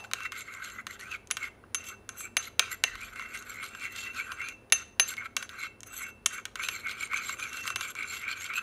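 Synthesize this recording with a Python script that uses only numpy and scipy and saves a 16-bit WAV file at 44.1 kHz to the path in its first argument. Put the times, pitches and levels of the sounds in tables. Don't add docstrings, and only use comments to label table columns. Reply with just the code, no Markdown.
import sys
import numpy as np
from scipy import signal
from scipy.fft import rfft, irfft, next_fast_len
from scipy.io import wavfile
from scipy.ndimage import uniform_filter1d, map_coordinates

SR = 44100
rng = np.random.default_rng(int(sys.argv[2]) if len(sys.argv) > 2 else 0)


def store_pcm(level_fs):
    pcm = np.round(np.clip(level_fs, -1, 1) * 32767).astype(np.int16)
    wavfile.write(sys.argv[1], SR, np.atleast_2d(pcm).T)


def ratio(d):
    e = np.asarray(d, float) / 20
    return 10 ** e


N = 380141

# frequency [Hz], width [Hz], level [dB].
LOW_MODES = [(1057, 73, 6.5), (1321, 237, 8.5), (1561, 145, 8)]
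# frequency [Hz], width [Hz], level [dB].
MIDDLE_MODES = [(1827, 34, 1.5), (2300, 240, 6), (2820, 380, 3.5), (3112, 990, 7), (3985, 195, -2.5),
                (4410, 270, -10.5)]
# frequency [Hz], width [Hz], level [dB].
BRIGHT_MODES = [(5500, 600, -13), (6550, 300, -4), (7550, 300, -9), (8350, 600, -13), (9200, 300, -8),
                (11450, 350, -12), (12100, 300, -13), (12900, 500, -19), (13800, 400, -14),
                (14900, 600, -20)]
# frequency [Hz], t60 [s], level [dB].
RIM_LOW_MODES = [(2677, .32, -19), (2714, .055, -2), (2700, .25, -23), (2684, .06, -5), (2970, .05, -9),
                 (3930, .04, -14)]
# frequency [Hz], t60 [s], level [dB].
RIM_HIGH_MODES = [(6257, .3, -19), (6270, .1, 0), (6287, .26, -19), (10793, .075, 0), (10810, .16, -23),
                  (13780, .03, -20)]


def unit(x):
    return x / np.sqrt(np.mean(np.abs(x) ** 2) + 1e-20)


def along(points, hz):
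    f, v = np.transpose(points)
    return np.interp(np.log(hz + 1), np.log(f + 1), v)


def wobble(knots_per_s):
    knots = rng.standard_normal(int(N * knots_per_s / SR) + 4)
    return map_coordinates(knots, [np.arange(N) * knots_per_s / SR])


def filtered(x, response):
    m = next_fast_len(N + SR // 2)
    return irfft(rfft(x, m) * response(np.fft.rfftfreq(m, 1 / SR)), m)[:N]


def body(x, modes):
    scale = SR / (2 * np.pi * sum(ratio(db) * w for _, w, db in modes))

    def response(f):
        return sum((-1) ** k * ratio(db) * 1j * f * w / (c * c - f * f + 1j * f * w)
                   for k, (c, w, db) in enumerate(modes))

    return scale * filtered(x, response)


def rim(x, modes):
    widths_hz = [np.log(1000) / (np.pi * t60) for _, t60, _ in modes]
    return body(x, [(hz, w, db - 20 * np.log10(w)) for (hz, _, db), w in zip(modes, widths_hz)])


def swells(s, length_s, db):
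    rise, fall, sharpness = 0.43, 0.37, 2.36
    t, out = np.arange(N) / SR, np.zeros(N)
    for at, span, top_db in zip(s, length_s, db):
        near = slice(max(int((at - 2 * span) * SR), 0), int((at + 2 * span) * SR))
        late = t[near] - at
        side_s = span * np.where(late < 0, rise, fall)
        out[near] += ratio(top_db) * np.exp(-np.abs(late / side_s) ** sharpness)
    return out


def appliances():
    # frequency [Hz], density [dB per Hz].
    hum_spectrum = [(25, -40.5), (50, -5), (105, -2.5), (160, -12), (210, -6), (400, -7), (700, -14),
                    (900, -15), (1500, -18), (3000, -29.5), (8000, -41), (9900, -31.5), (13000, -48.5),
                    (15000, -37.5)]
    # frequency [Hz], level [dB].
    whines = [(84, -70), (106, -69), (212, -73), (242, -73), (405, -73), (524, -75), (695, -77),
              (9798, -92), (9900, -93), (14998, -96), (15299, -98)]
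    t = np.arange(N) / SR
    hum = unit(filtered(rng.standard_normal(N), lambda hz: ratio(along(hum_spectrum, hz))))
    hum = ratio(-58.5 + 1.3 * wobble(0.9)) * hum
    whine = sum(ratio(db + 3 + 3 * wobble(8)) * np.sin(2 * np.pi * hz * t + 1.5 * wobble(12))
                for hz, db in whines)
    return hum + whine


def traffic():
    # time [s], length [s], level [dB].
    lorry = (3.0, .4, -58)
    spectrum = [(15, -46), (30, -30.5), (50, -25.5), (70, -37), (200, -114)]  # Hz, dB
    rumble = unit(filtered(rng.standard_normal(N), lambda hz: ratio(along(spectrum, hz))))
    return (ratio(-70) + swells(*np.transpose([lorry]))) * rumble


def last_knock():
    echo_db, echo_t60_s, low_ring_db, high_ring_db = -48.5, 0.5, -43, -51
    t = np.arange(N) / SR
    echo = unit(body(rng.standard_normal(N), [(765, 280, 0)]))
    echo = ratio(echo_db - 60 * t / echo_t60_s) * echo
    ring = ratio(low_ring_db) * rim(t == 0, RIM_LOW_MODES[:1])
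    return echo + ring + ratio(high_ring_db) * rim(t == 0, RIM_HIGH_MODES[::4])


def clinks():
    # time [s], peak [dB], thud [dB], bright [dB].
    touches = [(.004, -40, 0, -26), (0.2042, -31, 6.5, -16), (1.272, -45.5, -28, 8), (1.304, -29, 0, -16),
               (1.638, -60.5, 21.5, -39.5), (2.7153, -35, 2, 3), (3.195, -29.5, 6, -27),
               (3.6262, -37, -15, -27), (3.749, -31.5, 2.5, -29), (4.318, -23.5, 2, -16),
               (4.7, -42, -22.5, -9), (5.1676, -29, -12, -38.5), (5.492, -28.5, -9, -13),
               (5.805, -41.5, -31, 10), (5.8317, -30.5, -9, 1.5), (6.594, -33, 9.5, -24),
               (7.133, -26.5, 7.5, -23), (7.1721, -23.5, -9, -4.5), (7.2939, -24, 5.5, -4),
               (7.7022, -22.5, 3.5, -5)]
    # time [s], peak [dB], bright [dB],
    # low rim [dB], high rim [dB].
    knocks = [(0.1129, -28, -25, -49, -62), (0.134, -11.5, -4.5, -50, -59), (0.3201, -23.5, -10, -40, -43),
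              (0.8673, -21, -9, -41, -47), (1.3105, -12.5, 0, -37, -44), (1.3687, -17.5, -10, -33, -52),
              (1.7455, -19, 6.5, -26.5, -22), (2.0905, -26.5, 4, -30.5, -33),
              (2.3677, -5, -9.5, -35.5, -34.5), (2.594, -2.5, -7, -37, -42), (2.838, -2, -10, -33, -44),
              (4.7225, -1, -3.5, -29, -30.5), (4.9969, -0.5, -17, -34.5, -29.5),
              (5.1041, -41, 11, -14, -18), (5.3658, -13, -1, -29.5, -38.5), (5.426, -22, -31.5, -52, -37),
              (6.2593, -16.5, 6.5, -29, -37), (6.4534, -21, -3, -44, -86), (6.5555, -22, -7.5, -35, -64),
              (6.6859, -13, -13, -29, -41), (2.954, -30, -19, -31, -51), (7.7589, -12.5, -10.5, -32.5, -39),
              (7.809, -18, -6, -29, -47), (7.9517, -31.5, 0, -30, -46)]
    # time [s], peak
    # [dB], thud [dB], bright [dB].
    ticks = [(0.0403, -26, -10, -21), (0.2333, -20, -20, -5), (0.407, -21, -12, 0.5),
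             (0.538, -24, -14, -8), (0.646, -19, -14, -1.5), (0.7, -23, -13, -3),
             (0.9938, -23, -8, -12), (1.0095, -24, -4.5, 0), (1.1145, -17.5, -18, -12),
             (1.432, -19.5, -5, -11), (1.8417, -22, -19, -9), (1.867, -28, -16, -12),
             (2.1634, -39, -15, -14), (2.1856, -42, -12, -12), (2.206, -21.5, 1, -5),
             (3.0127, -25, -14, -12), (3.1588, -25, 6, -8), (3.2054, -27, -10, -4),
             (3.2226, -24, 7, -14), (3.3383, -36, -19, -12), (3.374, -21, -24, 1),
             (3.424, -26.5, -15, 2), (3.4914, -38, -10, -12), (3.6404, -22, -14, -7),
             (3.662, -18.5, -16, -18), (3.7963, -24.5, -11, -6), (3.8387, -21, -19, -12),
             (3.9609, -17, -15, -4), (3.9958, -36, -15, -12), (4.1462, -24, -20, -5),
             (4.397, -31, -10, -10), (4.416, -23, 1, -11), (4.4857, -14.5, -13, -2.5),
             (4.5694, -53, -8, -13.5),
             (5.078, -31, -20, 11), (6.016, -30, 11.5, -17.5), (5.1382, -19.5, -15, -10),
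                  (5.8664, -41, -10, -10), (5.9406, -27, -1, -10), (6.0664, -40, -5, -15),
                  (6.178, -49, -11.5, -11), (6.332, -31, 3, -15), (6.6357, -11, -11, -11),
                  (6.8702, -23, -7, -2), (6.913, -16.5, -25, -8), (7.0283, -14.5, -18, -5),
                  (7.073, -29, -4, -1), (7.1118, -29, 7, -24), (7.239, -24, -11, -12),
                  (7.397, -18, -15, -1), (7.438, -17, -19, -16), (7.5303, -17.5, -23, -0.5),
                  (7.57, -20, -8, 1), (7.654, -18, 2, -16), (7.6761, -6, -10, -12), (7.898, -29, -10, -10),
                  (8.0292, -18, -20, -17), (8.128, -27, -17, -14), (8.2147, -21.5, -15, -22),
                  (8.2514, -30, -10, -16), (8.2864, -27, -16, -17), (8.4082, -17.5, -19, -16),
                  (8.4427, -23, -24, 4), (8.4623, -17, -23, -13), (8.515, -36, -3, -17),
                  (8.536, -18, -8, -21), (6.261, -8.5, -13, 5), (6.2622, -9.5, -4.5, 9)]
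    # time [s], chatter [dB], chatter t60 [s], top rim modes [dB].
    landings = [
        (1.31, -3, 0.039, 17),
        (1.745, 2.5, 0.038, 1),
        (2.367, -8, 0.038, -0.5),
        (2.594, -1, 0.021, -13),
        (2.838, -18, 0.06, -8),
        (4.722, -4, 0.044, 2.5),
        (4.996, -4, 0.027, 0),
        (5.366, -1, 0.028, 2.5),
        (6.259, 6.5, 0.025, 13),
    ]
    thud_db, thud_per_db = -16.5, -0.61
    touch_rim_db, rim_per_thud, touch_high_rim_db = -31, 0.6, -39.5
    tick_db = -10.5
    chatter_db, chatter_t60_s, rebound_bright_db = -3.5, 0.031, -6.5
    foot_per_db = 0.8

    rows = [(s, db, thud_db + thud_per_db * db, *rest) for s, db, *rest in knocks]
    rows += [(*row, touch_rim_db + rim_per_thud * row[2], touch_high_rim_db) for row in touches]
    rows += [(s, db + tick_db, thud, bright, touch_rim_db, touch_high_rim_db)
             for s, db, thud, bright in ticks]
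    table = np.array(rows)
    landing = np.tile([chatter_db, chatter_t60_s, 0.], (len(table), 1))
    for s, *row in landings:
        landing[np.argmin(np.abs(table[:, 0] - s))] = row

    t = np.arange(int(.012 * SR)) / SR
    draw = rng.standard_normal((len(table), 2, len(t)))
    sparse = draw[:, 0] * (np.abs(draw[:, 1]) > 1.3)
    chatter = .21 * sparse * ratio(landing[:, :1] - 60 * t / landing[:, 1:2])
    chatter[:, :3] = [.3, .7, .3]
    at = np.round((table[:, :1] + .0005) * SR).astype(int) + np.arange(len(t))

    def blows(db, count=None):
        force = ratio(db)[:, None] * chatter[:, :count]
        return np.bincount(at[:, :count].ravel(), force.ravel(), N + len(t))[:N]

    def dulled(hz):
        return 1 / (1 + 1j * hz / 13000) ** 2 / (1 + (hz / 13000) ** 6)

    peak, thud, bright, low_rim, high_rim = table[:, 1:].T
    crack = ratio(11.5) * body(blows(peak, count=3), [(2960, 2670, 1)])
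    wet = ratio(10.0) * body(blows(peak), MIDDLE_MODES) + ratio(2.0) * body(blows(peak + thud), LOW_MODES)
    bright_blows = blows(peak + bright + rebound_bright_db) + blows(peak + bright, count=3)
    wet = wet - ratio(10.0) * filtered(body(bright_blows, BRIGHT_MODES), dulled)
    foot = blows(peak + thud + np.maximum(thud, 0) + foot_per_db * peak)
    thump = ratio(-10) * body(foot, [(450, 140, -4.5), (726, 120, -1.0)])
    thump = np.roll(thump, int(0.00696 * SR))
    ring = ratio(22.5) * rim(blows(peak + low_rim, count=3), RIM_LOW_MODES)
    ring = ring + ratio(18.0) * rim(blows(peak + high_rim, count=3), RIM_HIGH_MODES[:3])
    top = blows(peak + high_rim + landing[:, 2], count=3)
    ring = ring + ratio(15) * rim(top, RIM_HIGH_MODES[3:])
    return crack + wet + thump + ring


def strokes():
    # start [s], end [s], pressure [dB], rim [dB].
    contacts = [(0.041, 0.057, -40.5, -68), (0.151, 0.28, -45, -59.5), (0.317, 0.527, -50, -74),
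                (0.48, 0.816, -45.5, -70), (0.876, 1.17, -49, -83), (1.372, 1.488, -45.5, -63),
                (1.77, 1.949, -51.5, -63.5), (2.106, 2.283, -52.5, -72), (2.382, 2.493, -49, -71),
                (2.596, 2.756, -45.5, -61), (2.838, 3.142, -47.5, -78), (3.151, 3.697, -46.5, -67.5),
                (3.702, 4.114, -47, -64), (4.097, 4.41, -42.5, -65.5), (4.406, 4.532, -48, -56.5),
                (4.735, 4.835, -47.5, -57), (5.002, 5.148, -46.5, -81), (5.173, 5.274, -48.5, -85.5),
                (5.374, 5.457, -47, -86), (5.501, 5.678, -45.5, -66), (5.86, 6.0, -50.5, -66.5),
                (5.964, 6.108, -46, -64), (6.3, 6.407, -41, -64.5), (6.464, 6.493, -55, -81),
                (6.561, 6.958, -44.5, -67), (6.945, 7.352, -46, -84), (7.36, 7.733, -43, -60.5),
                (7.767, 7.919, -46.5, -83), (7.962, 8.304, -46.5, -61), (8.29, 8.624, -45.5, -69)]
    # time [s], length [s], share of pressure lost [0-1].
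    turns = [(0.443, 0.048, 0.55), (0.981, 0.032, 1), (3.111, 0.037, 0.43), (3.268, 0.024, 0.32),
             (3.453, 0.024, 0.24), (3.705, 0.061, 0.38), (3.902, 0.043, 0.71), (4.132, 0.071, 0.54),
             (4.372, 0.062, 0.57), (6.828, 0.043, 0.75), (6.954, 0.088, 0.42), (7.089, 0.053, 0.81),
             (7.374, 0.044, 0.76), (7.506, 0.08, 0.45), (7.623, 0.029, 0.75), (8.078, 0.072, 0.29),
             (8.2, 0.076, 0.33), (8.348, 0.045, 0.44), (8.476, .03, .4)]
    # time [s], length [s], level [dB], scoop pitch [Hz].
    pushes = [(0.21, 0.085, -55, 2300), (0.26, 0.032, -36, 2110), (0.39, 0.12, -45, 2160),
              (0.577, 0.24, -49.5, 2120), (0.796, 0.033, -39.5, 2060), (0.912, 0.041, -44.5, 2080),
              (1.05, 0.11, -49.5, 2300), (1.141, 0.064, -35.5, 2180), (1.454, 0.087, -40, 2160),
              (1.908, 0.088, -54, 2140), (2.247, 0.066, -44, 2380), (2.466, 0.035, -41.5, 2180),
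              (2.624, 0.082, -37, 2400), (2.726, 0.058, -46, 2100), (2.914, 0.25, -47, 1950),
              (3.03, 0.04, -41, 2270), (3.213, 0.15, -41.5, 2130), (3.354, 0.089, -43, 2170),
              (3.605, 0.2, -45, 2120), (3.855, 0.11, -36.5, 2204), (3.96, 0.14, -53, 2200),
              (4.08, 0.082, -51.5, 1990), (4.193, 0.09, -35, 2560), (4.445, 0.13, -37.5, 2250),
              (5.215, 0.22, -39.5, 2200), (5.631, 0.1, -38.5, 2194), (6.024, 0.076, -42.5, 2180),
                   (6.375, 0.073, -41.5, 2230), (6.633, 0.092, -34, 2507), (6.765, 0.081, -44.5, 2200),
                   (6.89, 0.15, -37, 2225), (7.03, 0.049, -37.5, 2307), (7.153, 0.1, -33.5, 2367),
                   (7.232, 1, -44.5, 2160), (7.435, 0.077, -36, 2325), (7.543, 0.028, -48, 2300),
                   (7.588, 0.04, -58, 2140), (7.866, 0.096, -38, 2300), (8.01, 0.13, -32.5, 2237),
                   (8.125, 0.084, -39.5, 2300), (8.292, 0.19, -34.5, 2300), (8.443, 0.075, -38.5, 2226),
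                   (8.517, 0.056, -35, 2455), (8.574, 0.057, -29, 2530)]
    # time [s], length [s], slide [Hz].
    tilts = [
        (1.054, 0.052, 604),
        (3.855, 0.072, -250),
        (4.179, 0.023, -450),
        (4.431, 0.035, 303.5),
        (6.634, 0.042, 502),
        (7.148, 0.048, 246.5),
        (7.465, 0.028, -300),
        (7.673, .03, 343),
        (8.261, 0.075, 220),
        (8.54, 0.036, 180),
    ]
    # time [s], length [s], level [dB], bright [dB].
    skids = [(0.05, 0.019, -52, -17), (0.262, 0.028, -45.5, -16), (0.395, 0.13, -47.5, 3.5),
             (0.543, 0.061, -61, 1), (0.662, 0.073, -48, 0.5), (0.93, 0.067, -46.5, 0.5),
             (1.01, 0.077, -50.5, -1.5), (1.138, 0.14, -48.5, -10), (1.452, 0.05, -46, -6),
             (1.878, 0.074, -49, 10.5), (2.219, 0.082, -50, 14.5), (2.449, 0.086, -43, -1),
             (2.729, 0.043, -45, 5), (2.982, 0.06, -50, -28), (3.041, 0.063, -49, 2.5),
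             (3.167, 0.26, -60.5, 1.5), (3.371, 0.081, -44, 2.5), (3.52, 0.12, -54.5, 6.5),
             (3.67, 0.1, -44.5, -1), (3.84, 0.12, -48.5, -5), (4.003, 0.15, -41, -4),
             (4.176, 0.075, -42.5, -1), (4.461, 0.042, -50, -9.5),
             (5.1, 0.07, -41.5, 5.5), (5.258, 0.032, -50, -9), (5.634, 0.091, -46, -4),
                  (5.874, 0.02, -67, 23.5), (5.972, 0.087, -49, 12.5), (6.034, 0.032, -55, 14),
                  (6.09, 0.036, -57, 2.5), (6.341, 0.027, -46, 4), (6.648, 0.056, -35.5, -6),
                  (6.772, 0.16, -48.5, 4.5), (6.907, 0.053, -35, -9.5), (7.028, 0.14, -42.5, -0.5),
                  (7.172, 0.064, -42, -3), (7.283, 0.14, -39.5, -3.5), (7.412, 0.097, -44, 2),
                  (7.58, 0.32, -46, 2.5), (7.848, 0.1, -41, 2), (7.91, 0.043, -46.5, 9),
                  (7.99, 0.11, -44.5, -12), (8.15, 0.2, -41.5, -2.5), (8.318, 0.068, -40, -3.5),
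                  (8.441, 0.13, -44, 2.5), (8.573, 0.046, -40, 1)]
    scoop_rest_db, grit_rest_db, bright_rest_db = -13.5, -15.5, -8
    push_to_low_db, skid_to_rim_db = -13, -25.5
    land_s = .016
    clean_rise_per_db = .003

    t, held = np.arange(N) / SR, np.zeros((3, N))
    for start, end, *db in contacts:
        held[:, int(start * SR):int(end * SR)] = ratio([*db, 0])[:, None]
    pressure, hum, touching = np.abs(uniform_filter1d(held, size=int(land_s * SR), axis=1))
    s, length, share = np.transpose(turns)
    lost = swells(s, length, 20 * np.log10(np.clip(share, .01, 1)))
    eased = np.clip(1 - lost, .1, 1)
    pressure, touching = eased * pressure, eased * touching

    s, length, db, hz = np.transpose(pushes)
    push = touching * swells(s, length, db - 4.0)
    scoop_hz = np.interp(t, s, hz)
    for at, span, slide in tilts:
        near = slice(int((at - 3 * span) * SR), int((at + 3 * span) * SR))
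        u = (t[near] - at) / span
        scoop_hz[near] += slide * u * np.exp(-u ** 2 / 2)

    s, length, db, bright_db = np.transpose(skids)
    skid = touching * swells(s, length, db - 5.5)
    low = ratio(-6.5) * pressure + ratio(push_to_low_db) * push
    scoop = ratio(scoop_rest_db) * pressure + push
    grit = ratio(grit_rest_db) * pressure + skid
    bright = ratio(bright_rest_db) * pressure + touching * swells(s, length, db + bright_db + 0.5)
    hum = ratio(4.4 * wobble(7.1)) * hum + ratio(skid_to_rim_db) * skid
    clean = clean_rise_per_db * np.interp(t, s, np.maximum(bright_db, 0))
    return scoop_hz, low, scoop, grit, bright, hum, clean


def slips(per_second, spread_db, surge_db):
    size_db = spread_db * np.minimum(rng.exponential(size=N), 2.5)
    kicks = (rng.random(N) < per_second / SR) * ratio(size_db)
    rubbing = (0.15 + kicks) * rng.standard_normal(N)
    return unit(rubbing * ratio(surge_db * wobble(90) + .5 * surge_db * wobble(35)))


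def gliding_mode(x, hz, width_hz):
    turn = np.exp(2j * np.pi * np.cumsum(hz) / SR)
    pole = np.exp(-np.pi * width_hz / SR)
    smooth = signal.lfilter([1], [1, -pole ** 3], x / turn)
    return (signal.lfilter([1], [1, -pole], smooth) * turn).real


def mottled(x, patchy_db):
    z = signal.stft(x, nperseg=256)[2]
    field = uniform_filter1d(rng.standard_normal(z.shape), size=4, axis=0)
    field = uniform_filter1d(field, size=12, axis=1)
    return unit(signal.istft(z * ratio(patchy_db * unit(field)), nperseg=256)[1][:N])


def scrape():
    # frequency [Hz], width [Hz], level [dB].
    blade = [(7380, 140, -3), (11280, 180, -8.5)]
    # time [s], length [s], level [dB].
    sings = [(1.871, 0.053, -47.5), (2.204, 0.1, -45), (2.717, .05, -61), (4.44, .04, -53),
             (5.12, 0.078, -58), (5.435, 0.048, -59), (5.6, 0.091, -64), (5.866, 0.013, -43),
             (5.99, 0.087, -44), (6.027, 0.056, -54), (6.717, 0.026, -56), (6.343, 0.053, -44),
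             (6.635, 0.053, -41), (7.167, 0.021, -42), (7.406, 0.072, -48), (7.662, 0.034, -57),
             (7.997, 0.045, -55), (8.573, 0.034, -44)]
    # time [s], length [s], level [dB].
    squeals = [
        (0.57, .12, -64),
        (2.25, 0.044, -49),
        (3.85, .1, -55),
        (4.207, .06, -44),
        (4.512, 0.045, -44.5),
        (5.62, 0.084, -51.5),
        (6.04, 0.096, -46.5),
        (7.722, 0.042, -39.5),
    ]
    tip_hz, tip_wander = 4120, .025
    scoop_hz, low, scoop, grit, bright, hum, clean = strokes()
    drag = slips(450, spread_db=0.0, surge_db=2.0)
    edge = slips(500, spread_db=3.5, surge_db=2.2)

    def small(x):
        return filtered(x, lambda hz: 1 / (1 + (1280 / (hz + 1)) ** 6))

    wet = ratio(3.5) * low * mottled(small(body(drag, LOW_MODES)), patchy_db=2.0)
    wet = wet + ratio(-4) * low * unit(small(body(drag, [(1940, 230, 0)])))
    wander_hz = scoop_hz * (1 + .018 * wobble(25))
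    wet = wet + ratio(-0.17) * scoop * mottled(gliding_mode(drag, wander_hz, width_hz=130), patchy_db=3.0)
    wet = wet + ratio(-1) * scoop * unit(gliding_mode(edge, 0.98 * wander_hz, width_hz=150))
    tip = gliding_mode(edge, tip_hz * (1 + tip_wander * wobble(30)), width_hz=260)
    wet = wet + ratio(-5 + 2.5 * wobble(12)) * grit * mottled(tip, patchy_db=3)
    wet = wet + ratio(-2) * grit * mottled(body(drag, MIDDLE_MODES[2:]), patchy_db=2.2)
    wet = wet + ratio(-11.0) * bright * mottled(body(edge, BRIGHT_MODES), patchy_db=7.5)
    lift = 1 + clean + .008 * wobble(15)
    wet = wet + bright * sum(ratio(db - 6.5) * mottled(gliding_mode(edge, hz * lift, w), patchy_db=4.5)
                             for hz, w, db in blade)

    ring = ratio(-8.0) * rim(drag * hum, RIM_LOW_MODES[:3])
    ring = ring + ratio(-32.0) * rim(edge * np.sqrt(bright * hum), RIM_HIGH_MODES[:3])
    phase = 2 * np.pi * RIM_LOW_MODES[0][0] * np.arange(N) / SR + .5 * wobble(20)
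    squeal = np.sin(phase) * swells(*np.transpose(squeals))
    ring = ring + ratio(-56) * rim(squeal, RIM_LOW_MODES[:1])
    sing = drag * swells(*np.transpose(sings))
    ring = ring + ratio(-20.5) * rim(sing, RIM_HIGH_MODES[:3])
    ring = ring + ratio(-30) * rim(sing, RIM_HIGH_MODES[3:4])
    return wet + ring


def room_echo(x):
    # frequency [Hz], t60 [s].
    decay = [(300, .4), (2000, .42), (6000, .36), (14000, .2)]
    hz, t, z = signal.stft(rng.standard_normal(SR // 2), SR, nperseg=256)
    fade = ratio(-60 * t / along(decay, hz)[:, None])
    tail = signal.istft(z * fade, SR, nperseg=256)[1]
    delayed = np.pad(x, (150, 0))
    return signal.fftconvolve(delayed, tail / np.linalg.norm(tail))[:N]


def scene():
    background = appliances() + traffic() + last_knock()
    bowl = clinks() + scrape()
    return (bowl + ratio(-18.0) * room_echo(bowl) + background)[None]


def low_pass(x):
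    return signal.sosfilt(signal.butter(12, 16850, fs=SR, output="sos"), x)


def record(dry):
    band = [(22, -14), (38, 0), (15550, 0), (15800, -28), (16900, -36)]  # Hz, dB
    mix = filtered(dry[0], lambda hz: ratio(along(band, hz)))[None]
    return low_pass(mix)


dry = scene()
out = record(dry)
store_pcm(out)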